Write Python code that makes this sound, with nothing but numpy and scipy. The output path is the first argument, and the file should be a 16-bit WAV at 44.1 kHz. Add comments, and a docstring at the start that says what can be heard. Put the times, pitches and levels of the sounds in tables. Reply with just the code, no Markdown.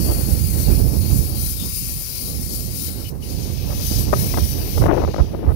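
"""Steam engine passing in the wind

A small steam locomotive rolls slowly past in open, windy country, steam hissing from its cylinder drains.
The jet is shaped noise that surges, dips, briefly whistles and fades as the engine pulls ahead.
It reaches the open left microphone port, where gusts rumble and runs of pressure kicks flutter and splutter.
The right port is muffled: mostly low wind noise and slow slaps on the membrane, with a faint leak of steam.
"""
import sys
import numpy as np
from scipy import signal
from scipy.fft import rfft, irfft, next_fast_len
from scipy.io import wavfile
from scipy.ndimage import uniform_filter1d, map_coordinates

SR = 44100
rng = np.random.default_rng(int(sys.argv[2]) if len(sys.argv) > 2 else 0)


def inscribe(sig):
    """Save sig as 16-bit PCM at rate SR to the path in sys.argv[1].

    A 1-D sig is mono; a 2-D sig holds one channel per row.
    Samples are clipped to [-1, 1] before scaling.
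    """
    pcm = np.round(np.clip(np.atleast_2d(sig).T, -1, 1) * 32767)
    wavfile.write(sys.argv[1], SR, pcm.astype(np.int16))


N = 244755


def amp(db):
    """Decibels to gain."""
    return 10 ** (np.asarray(db) / 20)


def unit(x):
    """x scaled to rms 1."""
    return x / np.sqrt(np.mean(x ** 2) + 1e-20)


def curves(rows):
    """One value per sample for each column after the time."""
    s, *columns = np.transpose(rows)
    return [np.interp(np.arange(N) / SR, s, column) for column in columns]


def wobble(rate):
    """A smooth random curve through normal-distributed knots, rate knots a second."""
    knots = rng.standard_normal(int(N * rate / SR) + 4)
    return map_coordinates(knots, [np.arange(N) * rate / SR])


def swells(rows, taper):
    """Each (middle s, length s, dB) event rises, holds and falls; taper is the share spent moving. Sum in dB."""
    t = np.arange(N) / SR
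    total_db = np.zeros(N)
    for middle, length, db in rows:
        ramp = np.clip((1 - 2 * abs(t - middle) / length) / taper, 0, 1)
        total_db += db * np.sin(np.pi / 2 * ramp) ** 2
    return total_db


def filtered(x, response):
    """x times a response of frequency."""
    m = next_fast_len(N + 8192)
    spectrum = rfft(x, m) * response(np.fft.rfftfreq(m, 1 / SR))
    return irfft(spectrum, m)[..., :N]


def coloured(x, points):
    """x shaped by (Hz, dB) points on a log axis."""
    f, db = np.transpose(points)
    return filtered(x, lambda hz: amp(np.interp(np.log(hz + 1), np.log(f), db)))


def band(x, lo_hz, hi_hz):
    """The part of x between two soft edges, at rms 1."""
    return unit(filtered(x, lambda hz: ((1 + (lo_hz / (hz + 1)) ** 20) * (1 + (hz / hi_hz) ** 20)) ** -.5))


def turbulence(spectrum, patchy_db):
    """Noise of rms 1 whose colour shifts in random patches."""
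    z = signal.stft(rng.standard_normal(N), nperseg=512)[2]
    field = uniform_filter1d(rng.standard_normal(z.shape), size=5, axis=0)  # smooth across frequency
    field = uniform_filter1d(field, size=24, axis=1)  # and across time
    patchy = signal.istft(z * amp(patchy_db * unit(field)), nperseg=512)[1][:N]
    return unit(coloured(patchy, spectrum))


def add(track, s, sound):
    """Mix a short sound into track at s seconds."""
    part = track[max(round(s * SR), 0):][:len(sound)]
    part += sound[:len(part)]


# hiss of the passing jet at the open port, before the common lift in steam(): (time [s], level [dB])
STEAM_LEVEL = [(0, -39), (1.9, -39), (2.88, -40), (2.94, -46), (3.5, -44), (3.75, -42), (4.2, -37.5),
               (4.78, -40), (4.9, -49.5), (5.2, -48), (5.45, -65), (5.55, -59.5)]
# fizz of the spray above the hiss: (time [s], level re hiss [dB])
FIZZ_LEVEL = [(0, 9.5), (3.15, 8.5), (3.3, 2), (3.8, 3), (4.2, 3.5), (4.8, 6), (5.2, -5), (5.55, 13)]
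# the jet surges: (middle [s], length [s], rise [dB], extra fizz [dB])
SURGES = [(0.625, 0.16, 1.5, 0), (1.17, 0.13, 0, 2.5), (1.46, 0.19, 3, 1), (1.777, 0.19, 3, 0),
          (2.532, 0.11, 3.5, -1), (2.83, 0.25, 3.5, -1), (3.305, .08, 5.5, -2), (3.432, 0.11, 4.5, -2),
          (3.904, 0.36, 8, -0.5), (4.02, 0.097, -0.5, 7), (4.23, 0.24, 0, 4.5)]
# brief dips of the hiss: the jet chokes, or at 4.9 s the level ducks under a loud gust:
# (middle [s], length [s], change [dB])
DIPS = [(.9, .3, -3), (1.31, 0.11, -2.5), (2.38, 0.11, -1.5), (2.66, 0.18, -1), (3.163, 0.16, -15.5),
        (4.09, 0.14, -3), (4.905, 0.084, -6)]
SURGE_TAPER, DIP_TAPER = 0.9, 0.66  # share of each event spent rising and falling
FULL_FLOW_DB, FULL_RUSH_DB = -39.5, -47  # hiss and rush at full flow, before the common lift
RUSH_FOLLOWS, RUSH_SURGES = 0.56, 0.28  # the rush's share of the slow changes and of the surges


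def flow():
    """Levels in dB of hiss, fizz and rush: one flow drives all three, and a dip cuts them alike."""
    middle, length, rise_db, extra_db = np.transpose(SURGES)
    steady_db, = curves(STEAM_LEVEL)
    surge_db = swells(zip(middle, length, rise_db), SURGE_TAPER) + .5 * wobble(11)
    hiss_db = steady_db + surge_db
    extra_fizz_db = swells(zip(middle, length, extra_db), SURGE_TAPER) + 0.65 * wobble(16)
    fizz_db = hiss_db + curves(FIZZ_LEVEL)[0] + extra_fizz_db
    rush_db = FULL_RUSH_DB + RUSH_FOLLOWS * (steady_db - FULL_FLOW_DB) + RUSH_SURGES * surge_db
    return np.array([hiss_db, fizz_db, rush_db]) + swells(DIPS, DIP_TAPER)


# colour of the jet as the engine draws level, stands abeam of the microphone and pulls ahead:
# (frequency [Hz], relative density [dB per Hz])
JET_NEARING = [(1060, -15.5), (1800, -13.5), (2610, -6.5), (3050, -11.5), (3560, -12), (3730, -10),
               (4030, -11.5), (4210, -6), (4620, 0.5), (5120, -7.5), (5650, -2), (6100, -12), (6640, -0.5),
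               (7320, -20), (8500, 5), (11000, -35), (18700, -120)]
JET_ABEAM = [(650, -40), (1100, -15), (1520, -16), (1660, -20), (2110, -10), (2400, -8.5), (2630, -9),
             (2890, -12.5), (3210, -8.5), (3400, -16), (3680, -10), (4750, -1), (7100, -5), (7670, -7.5),
             (8500, 4.5), (11000, -30), (18700, -120)]
JET_AHEAD = [(820, -56), (1400, -20), (1570, -10.5), (2060, -8), (2390, -4), (2960, -4), (3540, -6),
             (3940, -7.5), (4280, -18), (4720, -6.5), (5870, 3), (6430, -4), (6830, -5), (7250, -17),
             (8500, -21), (11000, -42), (18700, -120)]
# colour of the finest spray: (frequency [Hz], relative density [dB per Hz])
FIZZ_COLOUR = [(4000, -40), (7000, -6), (7800, -9.5), (9000, -3.5), (10000, -1), (10900, 3), (11900, 0.5),
               (13000, -2), (14400, 1), (15700, -2.5)]
AHEAD_BRIGHT_DB = 7  # lift of the finest spray per step of angle beyond abeam
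STEAM_LIFT_DB = 5.5  # common lift of rush, hiss and fizz


def steam():
    """The jet: a hiss that changes colour with the angle, a rush below it and wet fizz above."""
    hiss_db, fizz_db, rush_db = flow()
    # 0 nearing, 1 abeam, 2 ahead; the engine gets about a third of the way from abeam to ahead
    angle, = curves([(.7, 0), (1.1, 1.01), (3.1, 1), (3.8, 1.32)])
    jet = np.zeros(N)
    for k, colour in enumerate([JET_NEARING, JET_ABEAM, JET_AHEAD]):
        share = np.sqrt(np.clip(1 - abs(angle - k), 0, 1))
        jet += share * turbulence(colour, patchy_db=1.94)
    rush = amp(rush_db) * band(jet, 580, 4020)
    hiss = amp(hiss_db) * band(jet, 3940, 6880)
    spray = turbulence(FIZZ_COLOUR, patchy_db=2.0)
    finest = filtered(spray, lambda hz: 1 / (1 + (11000 / (hz + 1)) ** 12))
    # brighter once the engine is ahead
    brightness = amp(AHEAD_BRIGHT_DB * np.maximum(angle - 1, 0))
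    spray = spray - finest + finest * brightness
    fizz = amp(fizz_db + 0.84 * wobble(30.06)) * band(spray, 7080, 18200)
    sputter_db = 0.37 * wobble(45) + 0.58 * wobble(250)  # water in the steam makes the flow uneven
    return amp(sputter_db + STEAM_LIFT_DB) * (rush + hiss + fizz)


# the hiss returns from the engine's frame and the ground:
# (first delay [ms], last delay [ms], gain re direct sound [ratio])
ECHOES = [(2.1, 2.4, 0.083), (5.3, 4.9, 0.22), (8.6, 9.1, 0.14)]


def reflected(x):
    """Short echoes drift as the engine moves and comb the hiss."""
    n = np.arange(N)
    total, power = x, 1
    for first_ms, last_ms, gain in ECHOES:
        delay = np.linspace(first_ms, last_ms, N) * SR / 1000  # samples
        total = total + gain * map_coordinates(x, [n - delay], order=3)
        power += gain ** 2
    return total / np.sqrt(power)


# passage through the muffled right port: (frequency [Hz], gain [dB])
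LEAK = [(1500, -30), (4000, -43), (5500, -32.5), (8000, -49), (11000, -32.5), (15000, -31)]


def leaked_steam():
    """A separate draw of the jet's noise, dulled by the muffled port, gives a faint diffuse hiss."""
    return coloured(steam(), LEAK)


GUST_TAPER = 0.67  # share of each gust spent rising and falling
BUFFET_RATE, BUFFET_DB = 14, 1.5  # small swings of the wind between the gusts: knots per second, knot spread


def buffeting(level, gusts, spectrum, steady_s, lumpy_db, darkening):
    """Wind on a port: a rolling rumble whose upper part comes in lumps and grows less with a gust."""
    level_db = curves(level)[0] + swells(gusts, GUST_TAPER) + BUFFET_DB * wobble(BUFFET_RATE)
    air = turbulence(spectrum, patchy_db=1.08)
    low = filtered(air, lambda hz: 1 / (1 + (hz / 220) ** 4))
    lumps = unit(amp(lumpy_db * wobble(35)))
    upper_gain = amp(-darkening * (level_db - level_db.mean())) * lumps
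    air = low + (air - low) * upper_gain
    # eddies follow each other closely, so the gust alone sets the strength
    window = np.hanning(int(steady_s * SR) + 3)
    power = signal.fftconvolve(air ** 2, window / window.sum(), "same")
    return amp(level_db) * air / np.sqrt(abs(power) + 1e-6)


# wind on the open left port, before its trim in scene(): (time [s], level [dB])
WIND_LEFT = [(0, -36), (1.3, -34.5), (1.8, -48), (2.1, -41), (2.85, -41.5), (3.6, -36), (4.25, -28),
             (4.42, -30), (4.48, -45), (4.75, -29), (5.15, -30), (5.55, -38.5)]
# gusts on the open port: (middle [s], length [s], rise [dB])
GUSTS_LEFT = [(.15, 0.3, 7.5), (0.587, 0.089, 4), (1.339, 0.14, 6), (3.757, 0.21, 4), (4.144, 0.11, 5),
              (4.37, 0.07, 5), (4.621, 0.17, 11), (4.928, 0.31, 13.5), (5.433, .16, 11)]
# wind noise of the open port: (frequency [Hz], relative density [dB per Hz])
OPEN_PORT = [(10, -30), (30, -4.5), (65, -4), (120, -8), (210, -14.5), (340, -7.5), (500, -13.5),
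             (800, -21.5), (1400, -34), (3000, -41), (8000, -90)]


def open_wind():
    """Air moving across the bare port keeps more of its upper turbulence."""
    return buffeting(WIND_LEFT, GUSTS_LEFT, OPEN_PORT, steady_s=.08, lumpy_db=4.0, darkening=0.12)


# wind on the muffled right port, before its trim in scene(): (time [s], level [dB])
WIND_RIGHT = [(0, -16), (.5, -17.5), (.8, -12), (1.25, -16.5), (1.38, -20.5), (2.1, -29.5), (2.4, -22.5),
              (3, -26.5), (3.5, -21), (4.05, -17.5), (4.7, -21), (5.55, -26.5)]
# gusts on the muffled port: (middle [s], length [s], rise [dB])
GUSTS_RIGHT = [(.2, 0.056, 2.5), (0.426, 0.12, 5), (0.707, 0.11, 6.5), (1.159, 0.17, 6),
               (1.977, 0.072, 4.5), (3.983, 0.12, 3.5), (4.105, 0.092, 2), (4.56, 0.16, 4),
               (4.821, 0.19, 8.5), (5.057, 0.16, 7), (5.215, 0.097, 9.5), (5.49, 0.18, 8.5)]
# wind noise of the muffled port: (frequency [Hz], relative density [dB per Hz])
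MUFFLED_PORT = [(10, -39), (25, -42), (45, -1), (75, 0.5), (130, -6), (250, -15.5), (500, -27), (1000, -43),
                (2000, -57), (3200, -70.5), (8000, -82)]


def dull_wind():
    """Through the muffled port the wind is little but low rumble, darker still in gusts."""
    return buffeting(WIND_RIGHT, GUSTS_RIGHT, MUFFLED_PORT, steady_s=0.094, lumpy_db=3.5, darkening=0.3)


# eddies that break right on the open port, before their trim in scene():
# (time [s], length [s], level [dB], centre [Hz])
FLUTTER = [(0.074, 0.055, -25.5, 420), (3.7, 0.043, -33, 690), (4.128, 0.015, -10, 613),
           (4.338, 0.0087, -21, 1020), (4.373, 0.018, -18.5, 660), (4.775, 0.012, -22, 527),
           (4.812, 0.019, -22, 744), (4.839, 0.0046, -11.5, 633), (4.858, 0.016, -14.5, 650),
           (4.879, 0.043, -13, 545), (4.927, 0.026, -16.5, 434), (4.967, 0.02, -17.5, 460),
           (5.014, 0.042, -20, 550), (5.076, 0.015, -20.5, 440), (5.14, 0.0081, -19, 716),
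           (5.161, 0.0064, -20.5, 646), (5.181, 0.036, -20.5, 537), (5.334, 0.021, -22, 397),
           (5.389, 0.012, -28, 417), (5.428, 0.025, -27, 397), (5.462, 0.067, -25.5, 493)]
# the open port rings a little: (frequency [Hz], width [Hz], gain [ratio])
PORT_MODES = [(337, 120, 0.46), (576, 45, 0.33), (1245, 69, 0.71), (2040, 210, 0.6)]
# eddies above this table level fall into step: threshold, its width, greatest regularity
LOCK_DB, LOCK_WIDTH_DB, LOCK_SHARE = -10, 1, 0.71


def flutter(eddy_rate=900, low_hz=250, reach=1.43, edge_s=0.001514):
    """Each burst is a quick run of pressure kicks in the open port; the strongest lock into a short squawk."""
    out = np.zeros(N)
    for s, length, db, hz in FLUTTER:
        n = int(length * SR)
        regular = LOCK_SHARE / (1 + np.exp((LOCK_DB - db) / LOCK_WIDTH_DB))
        count = int(length * eddy_rate) + 2
        places = ((np.arange(count) + rng.random(count)) / count * n).astype(int)
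        loose = np.bincount(places, rng.standard_normal(count), n)
        locked = np.diff(np.floor(np.arange(n + 1) * hz / SR + rng.random()))  # one kick a cycle
        kicks = np.sqrt(1 - regular) * unit(loose) + np.sqrt(regular) * unit(locked)
        kicks = np.pad(kicks * signal.windows.tukey(n, .2), (0, SR // 40))  # room to ring out
        # faster eddies are smaller and reach higher
        edge_hz = reach * hz * (1 + 0.48 * regular)
        port = np.vstack([signal.butter(N=2, Wn=low_hz, btype="high", fs=SR, output="sos"),
                          signal.butter(N=1, Wn=edge_hz, fs=SR, output="sos"),
                          signal.butter(N=2, Wn=edge_hz, fs=SR, output="sos"),
                          signal.butter(N=2, Wn=2400, fs=SR, output="sos")])
        burst = signal.sosfilt(port, kicks)
        ringing = sum(gain * signal.lfilter(*signal.iirpeak(f, f / width, SR), burst)
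                      for f, width, gain in PORT_MODES)
        burst = burst + ringing
        add(out, s - edge_s, amp(db) * burst / np.sqrt(np.sum(burst ** 2) / n))
    return out


# heavy slaps of wind on the muffled port, before their trim in scene():
# (middle [s], length [s], pitch midway [Hz], peak level [dB])
THUMPS = [(0.1, 0.024, 81.4, -2.5), (0.331, 0.031, 76.4, -2), (0.692, 0.029, 75, -11),
          (1.21, 0.032, 71, -5), (4.116, 0.042, 68.6, -7.5), (4.435, 0.045, 78.5, -4),
          (4.816, 0.0326, 84, -0.5), (5.22, 0.04, 61, 1.5), (5.491, 0.041, 65.6, -1.5)]


def thumps():
    """A large eddy shoves the membrane to and fro for a few slowing swings."""
    out = np.zeros(N)
    for s, length, hz, db in THUMPS:
        t = np.arange(int(length * SR)) / SR
        swings = hz * t * (1.2 - 0.19 * t / length)  # the swings slow as the eddy passes
        shove = np.sin(2 * np.pi * (swings + rng.random()))
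        add(out, s - length / 2, amp(db) * signal.windows.tukey(len(t), .8) * shove)
    return out


# the jet briefly whistles: (middle [s], length [s], pitch [Hz], level of the tone [dB])
WHISTLES = [(1.616, 0.097, 3650, -33.5), (3.065, 0.063, 2970, -40), (3.228, 0.024, 2920, -44)]
# rough air around a whistle: level re the tone, band edges as shares of its pitch
HALO_DB, HALO_LOW, HALO_HIGH = -5.5, .75, 1.16


def whistles(width_hz=40):
    """For moments the jet locks onto an edge and gives a breathy tone."""
    out, t = np.zeros(N), np.arange(N) / SR
    waver = unit(filtered(rng.standard_normal(N), lambda hz: 1 / (1 + (hz / width_hz) ** 2)))
    for s, length, hz, db in WHISTLES:
        swell = np.cos(np.pi * np.clip((t - s) / length, -.5, .5))
        tone = unit(waver * np.sin(2 * np.pi * hz * t))
        halo = amp(HALO_DB) * band(rng.standard_normal(N), HALO_LOW * hz, HALO_HIGH * hz)
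        out += amp(db) * swell * (tone + halo)
    return out


def scene():
    """Steam and spluttering wind on the left, dull wind rumble and a faint diffuse hiss on the right."""
    engine = reflected(steam()) + whistles()
    left = engine + amp(1.0) * open_wind() + amp(0.54) * flutter()
    right = leaked_steam() + amp(0.1) * dull_wind() + amp(-1.5) * thumps()
    return np.array([left, right])


TOP_HZ = 15760  # band limit


def record(dry):
    """The microphone's recorder rounds off the largest peaks and keeps nothing above its band limit."""
    rounded = dry / (1 + abs(dry) ** 8) ** (1 / 8)
    return filtered(rounded, lambda hz: hz < TOP_HZ)


dry = scene()
out = record(dry)
inscribe(out)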